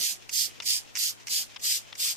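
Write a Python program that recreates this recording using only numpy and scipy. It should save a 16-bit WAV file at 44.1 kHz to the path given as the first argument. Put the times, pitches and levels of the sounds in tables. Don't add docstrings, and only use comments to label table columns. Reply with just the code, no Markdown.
import sys
import numpy as np
from scipy import signal
from scipy.fft import rfft, irfft, next_fast_len
from scipy.io import wavfile
from scipy.ndimage import uniform_filter1d, map_coordinates

SR = 44100
rng = np.random.default_rng(int(sys.argv[2]) if len(sys.argv) > 2 else 0)


def transcribe(signal):
    frames = np.atleast_2d(signal).T
    limited = np.clip(frames, -1, 1)
    pcm = np.round(limited * 32767).astype(np.int16)
    wavfile.write(sys.argv[1], SR, pcm)


def nominal_scale(level):
    x = np.asarray(level, float) / 20
    return 10 ** x


N = 95256
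T = np.arange(N) / SR


def unit(x):
    return x / np.sqrt(np.mean(x ** 2) + 1e-20)


def along(points, hz):
    f, v = np.transpose(points)
    return np.interp(np.log(hz + 1), np.log(f + 1), v)


def wobble(rate):
    knots = rng.standard_normal(int(N * rate / SR) + 4)
    return map_coordinates(knots, [T * rate])


def filtered(x, response):
    m = next_fast_len(N + SR // 2)
    hz = np.fft.rfftfreq(m, 1 / SR)
    return irfft(rfft(x, m) * response(hz), m)[..., :N]


def colour(points):
    return lambda hz: nominal_scale(along(points, hz))


def body(peaks):
    def response(f):
        total = 0
        for k, (centre, width, db) in enumerate(peaks):
            damping = 1j * f * width
            total = total + (-1) ** k * nominal_scale(db) * damping / (centre ** 2 - f ** 2 + damping)
        return total
    return response


def droplets(spiky_db, shared):
    drops = rng.standard_normal((3, N)) * nominal_scale(spiky_db * rng.exponential(size=N))
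    shared = np.clip(shared, 0, 1)
    return np.sqrt(shared) * drops[0] + np.sqrt(1 - shared) * drops[1:]


def patchy(x, depth_db):
    z = signal.stft(x, nperseg=512)[2]
    field = rng.standard_normal(z.shape[1:])
    field = uniform_filter1d(field, size=3, axis=0)
    field = uniform_filter1d(field, size=9, axis=1)
    streaked = z * nominal_scale(depth_db * unit(field))
    return unit(signal.istft(streaked, nperseg=512)[1][:, :N])


def stroke(start, length, lead, sag_db):
    foot_db, rise_db_per_s, fall_db_per_s = -24, 686, 683
    t = T - start + lead
    hold = -sag_db * (2 * (t - 0.46 * length) / length) ** 2
    hold = hold - sag_db * np.clip(t / length, 0, 2) * (lead > 0)
    rise = foot_db + rise_db_per_s * t
    fall = foot_db - fall_db_per_s * (t - lead - length)
    db = np.minimum(np.minimum(rise, fall), hold)
    return uniform_filter1d(np.maximum(db, -90), size=400)


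# start [t/s], length [t/s], level [dB], left over right [dB], nozzle hiss [dB]
SQUEEZES = [
    (-.032, 0.19, -30.5, -1, -4),
    (0.311, .18, -28.5, -1.5, -4),
    (0.639, 0.17, -28.5, 0.5, -5),
    (.96, 0.17, -29.5, 0, -3.5),
    (1.28, 0.17, -30, 2, -3.5),
    (1.616, .19, -29, 3, -2.5),
    (1.972, .18, -30, 3, -3),
]
RING_DB = [
    -18,
    -9,
    -5,
    -11,
    -7,
    -9,
    -11,
]
# [f/Hz], [level/dB]
SPLASH_SPECTRUM = [(800, -47.5), (1900, -16), (3200, -6), (4000, -6.5), (4800, -4), (7000, -7), (9500, -8),
                   (15500, -13.5)]
# [f/Hz], [level/dB]
JET_SPECTRUM = [(2000, -22), (4000, -2.5), (7500, 2), (9200, -6), (11500, -7), (14200, -0.5), (15500, -99)]
# [f/Hz], width [f/Hz], [level/dB]
WHEEL_HOLLOWS = [(4360, 100, -0.5), (5140, 350, -9), (6470, 100, -11.5), (6400, 100, -6.5)]
# [f/Hz], width [f/Hz], [level/dB]
WHEEL_RING = [(4804, 230, 0.5), (5215, 420, -4), (6905, 110, -7.5)]


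def spray():
    patchy_db, lag_ms = 2, 0.4

    def splash_response(f):
        return colour(SPLASH_SPECTRUM)(f) * (1 + abs(body(WHEEL_HOLLOWS)(f)))

    splash = filtered(droplets(spiky_db=1.0, shared=0.45), splash_response)
    splash = patchy(splash, patchy_db) * nominal_scale(0.8 * wobble(90) + 0.67 * wobble(400))
    jet = filtered(droplets(spiky_db=1.2, shared=0.35), colour(JET_SPECTRUM))
    jet = patchy(jet, patchy_db) * nominal_scale(0.8 * wobble(120))
    ring = filtered(droplets(spiky_db=0.0, shared=0.47), lambda f: body(WHEEL_RING)(f) ** 2)
    ring = unit(ring) * nominal_scale(1.2 * wobble(50))
    out = np.zeros((2, N))
    for (start, length, db, pan_db, hiss_db), ring_db in zip(SQUEEZES, RING_DB):
        both = (splash + nominal_scale(ring_db) * ring) * nominal_scale(stroke(start, length, lead=0, sag_db=14))
        both = both + jet * nominal_scale(hiss_db + stroke(start, length, lead=0.0066, sag_db=1.5))
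        lag = round(rng.uniform(-1, 1) * lag_ms * SR / 1000)
        both[0] = np.roll(both[0], lag)
        out += both * nominal_scale(db + 2.5 + np.array([[pan_db], [-pan_db]]) / 2)
    return out


# [f/Hz], [level/dB]
AIR_SPECTRUM = [(20, -4), (60, -6), (250, -1), (800, -2.5), (2200, -9.5), (4750, -13.5), (7000, -13.5),
                (14500, -20.5)]
# [f/Hz], correlation [clipped to -1 to 1 after interpolation]
AIR_ALIKE = [(60, -0.56), (300, -0.49), (800, -0.53), (2000, -0.62), (8000, -1.79)]
# [f/Hz], [level/dB]
HUM = [(115, -65.5)]


def air():
    air_db, bump_db, bump_s = -56.5, -44.5, 0.16

    def mid_side(hz):
        turn = np.arccos(np.clip(along(AIR_ALIKE, hz), -1, 1)) / 2
        return colour(AIR_SPECTRUM)(hz) * [np.cos(turn), np.sin(turn)]

    mid, side = filtered(rng.standard_normal((2, N)), mid_side)
    floor = patchy(np.array([mid + side, mid - side]), depth_db=1.5) * nominal_scale(air_db + 2)
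    hum = np.zeros(N)
    for hz, db in HUM:
        swell = nominal_scale(db + 8 + 0.65 * wobble(3.8))
        hum += swell * np.sin(2 * np.pi * hz * T + 0.21 * wobble(6.3))
    bump = unit(filtered(rng.standard_normal((2, N)), body([(200, 220, 0)])))
    bump = bump * nominal_scale(bump_db - 60 * T / bump_s)
    return floor + hum * [[1.02], [-0.95]] + bump


def foam():
    foam_db, pops_per_s = -59, 6000
    fresh = np.full(N, 0.24)
    for start, length, *_ in SQUEEZES:
        fading = nominal_scale(-60 * np.abs(T - start - length) / 0.17)
        fresh += (T > start + length * 0.8) * fading * 4
    pops = (rng.random(N) < pops_per_s / SR) * nominal_scale(2.5 * rng.exponential(size=N))
    pops = pops * rng.standard_normal((2, N))
    crackle = unit(filtered(pops, body([(4630, 9000, -12), (9200, 7300, -11)])))
    return nominal_scale(foam_db) * fresh * crackle


def bursts(times, rows, peaks, spiky_db, shared, die_db, tail_s):
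    click_db = 13.5
    gain, blows = np.zeros(N), np.zeros(N)
    for start, (length, db) in zip(times, rows):
        t = T - start
        hold_db = db - die_db * np.clip(t / length, 0, 1)
        tail_db = -60 * np.maximum(t - length, 0) / tail_s
        gain += (t > 0) * nominal_scale(hold_db + tail_db)
        blows[round(start * SR)] = nominal_scale(db + click_db)
    kicks = droplets(spiky_db=spiky_db, shared=shared)
    kicks = kicks / np.std(kicks) * gain * nominal_scale(3.2 * wobble(600)) + blows
    body_gain = np.std(filtered(rng.standard_normal(N), body(peaks)))
    return filtered(kicks, body(peaks)) / body_gain


SPIT_TIMES = [.2928, .622, .9535, .9625, .970, 1.2, 1.270, 1.546, 1.5955, 1.612, 1.953]
# length [t/s], [level/dB]
SPITS = [(0.011, -36), (0.015, -40), (.007, -29), (0.0051, -31), (0.0094, -31.5), (0.038, -55),
         (0.018, -33.5), (.004, -47), (0.011, -45), (0.0018, -57), (0.0096, -41.5)]
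# [f/Hz], width [f/Hz], [level/dB]
VALVE_BODY = [(2350, 640, -1), (3350, 800, -6.5), (5250, 1400, 0), (6600, 1540, -1), (8100, 1100, -7)]


def valve_spits():
    return bursts(SPIT_TIMES, SPITS, VALVE_BODY, spiky_db=1.5, shared=0.36, die_db=7, tail_s=0.016)


# middle [t/s], half width [t/s], [level/dB]
REFILLS = [
    (.235, 0.035, -53),
    (0.551, 0.11, -53),
    (0.882, 0.046, -53.5),
    (1.209, 0.036, -54.5),
    (1.521, 0.036, -51.5),
    (1.884, 0.048, -52.5),
]
# [f/Hz], [level/dB]
SUCK_SPECTRUM = [(600, -40), (1200, -8.5), (2600, 5), (4500, -0.5), (6500, -2), (10000, -17)]


def refill():
    flow = sum(nominal_scale(db - 5.7 * ((T - middle) / half) ** 2) for middle, half, db in REFILLS)
    suck = unit(filtered(droplets(spiky_db=1, shared=0.5), colour(SUCK_SPECTRUM)))
    return flow * suck * nominal_scale(1.4 * wobble(150))


KNOCK_TIMES = [.5995, .6013, 1.5615, 1.925, 1.9275]
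# rattle [t/s], [level/dB]
KNOCKS = [
    (0.0029, -49),
    (.005, -31.5),
    (0.011, -35.5),
    (0.0012, -45),
    (0.002, -34),
]
# [f/Hz], width [f/Hz], [level/dB]
TRIGGER_BODY = [(1065, 400, -9.5), (2080, 450, -8.5), (2860, 540, -2), (3450, 520, -0.5), (5140, 900, -4.5)]


def trigger_knocks():
    knocks = bursts(KNOCK_TIMES, KNOCKS, TRIGGER_BODY, spiky_db=3, shared=0.54, die_db=9, tail_s=0.031)
    top_hz = 6260
    knocks = filtered(knocks, lambda f: 1 / (1 + 1j * f / top_hz) ** 2) * nominal_scale(3)
    return knocks * nominal_scale([[1.5], [-1.5]])


# start [t/s], length [t/s], pitch [f/Hz], [level/dB]
WHISTLES = [
    (1.12, .04, 3150, -64),
    (1.17, .03, 3120, -63),
    (1.81, .14, 3170, -63),
]


def bird():
    droop_hz_per_s = 900
    out = np.zeros(N)
    for start, length, hz, db in WHISTLES:
        t = T - start
        swell = np.sin(np.pi * np.clip(t / length, 0, 1)) ** 0.3 * nominal_scale(db + 2 * wobble(70))
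        cycles = hz * t - droop_hz_per_s * t * t / 2
        out += swell * np.sin(0.8 * wobble(120) + 2 * np.pi * cycles)
    return out * nominal_scale([[1.5], [-1.5]])


def scene():
    return spray() + air() + foam() + valve_spits() + refill() + trigger_knocks() + bird()


def starved(x):
    hop, grid = 1024, 456
    top_hz, step_db, keep, spared = 2400, -3, 0.4, 0.012
    fine_hz, fine_db = 170, -5
    n = np.arange(2 * hop) + 0.5
    k = np.arange(int(top_hz * 2 * hop / SR)) + 0.5
    window = np.sin(np.pi * n / (2 * hop))
    basis = np.sqrt(2 / hop) * window * np.cos(np.pi / hop * np.outer(k, n + hop / 2))
    padded = np.pad(x, ((0, 0), (2 * hop - grid, 2 * hop)))
    at = np.arange(0, padded.shape[1] - 2 * hop, hop)[:, None] + np.arange(2 * hop)
    frames = padded[:, at]
    lines = frames @ basis.T
    loudness = frames.std((0, 2))[:, None]
    step = nominal_scale(step_db + fine_db * (k * SR / (2 * hop) < fine_hz)) * loudness + 1e-9
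    rounded = np.sign(lines) * np.floor(np.abs(lines) / step + keep) * step
    error = (rounded - lines) @ basis
    change = np.array([np.bincount(at.ravel(), e.ravel(), padded.shape[1]) for e in error])
    return x + (1 - spared) * change[:, 2 * hop - grid:][:, :N]


def top_cut(x):
    return signal.sosfilt(signal.butter(12, 15840, fs=SR, output="sos"), x)


# [f/Hz], [level/dB]
PORTS = [(300, 2.5), (1000, 6), (2000, 8), (3500, 5), (5600, -8), (7500, -5), (10500, -0.5), (15000, -4)]


def record(dry):
    top_hz, over_top_db = 14800, -70

    def port_response(hz):
        return nominal_scale(along(PORTS, hz) * [[0.5], [-0.5]] + over_top_db * (hz > top_hz))

    mix = starved(filtered(dry, port_response))
    return top_cut(mix)


dry = scene()
out = record(dry)
transcribe(out)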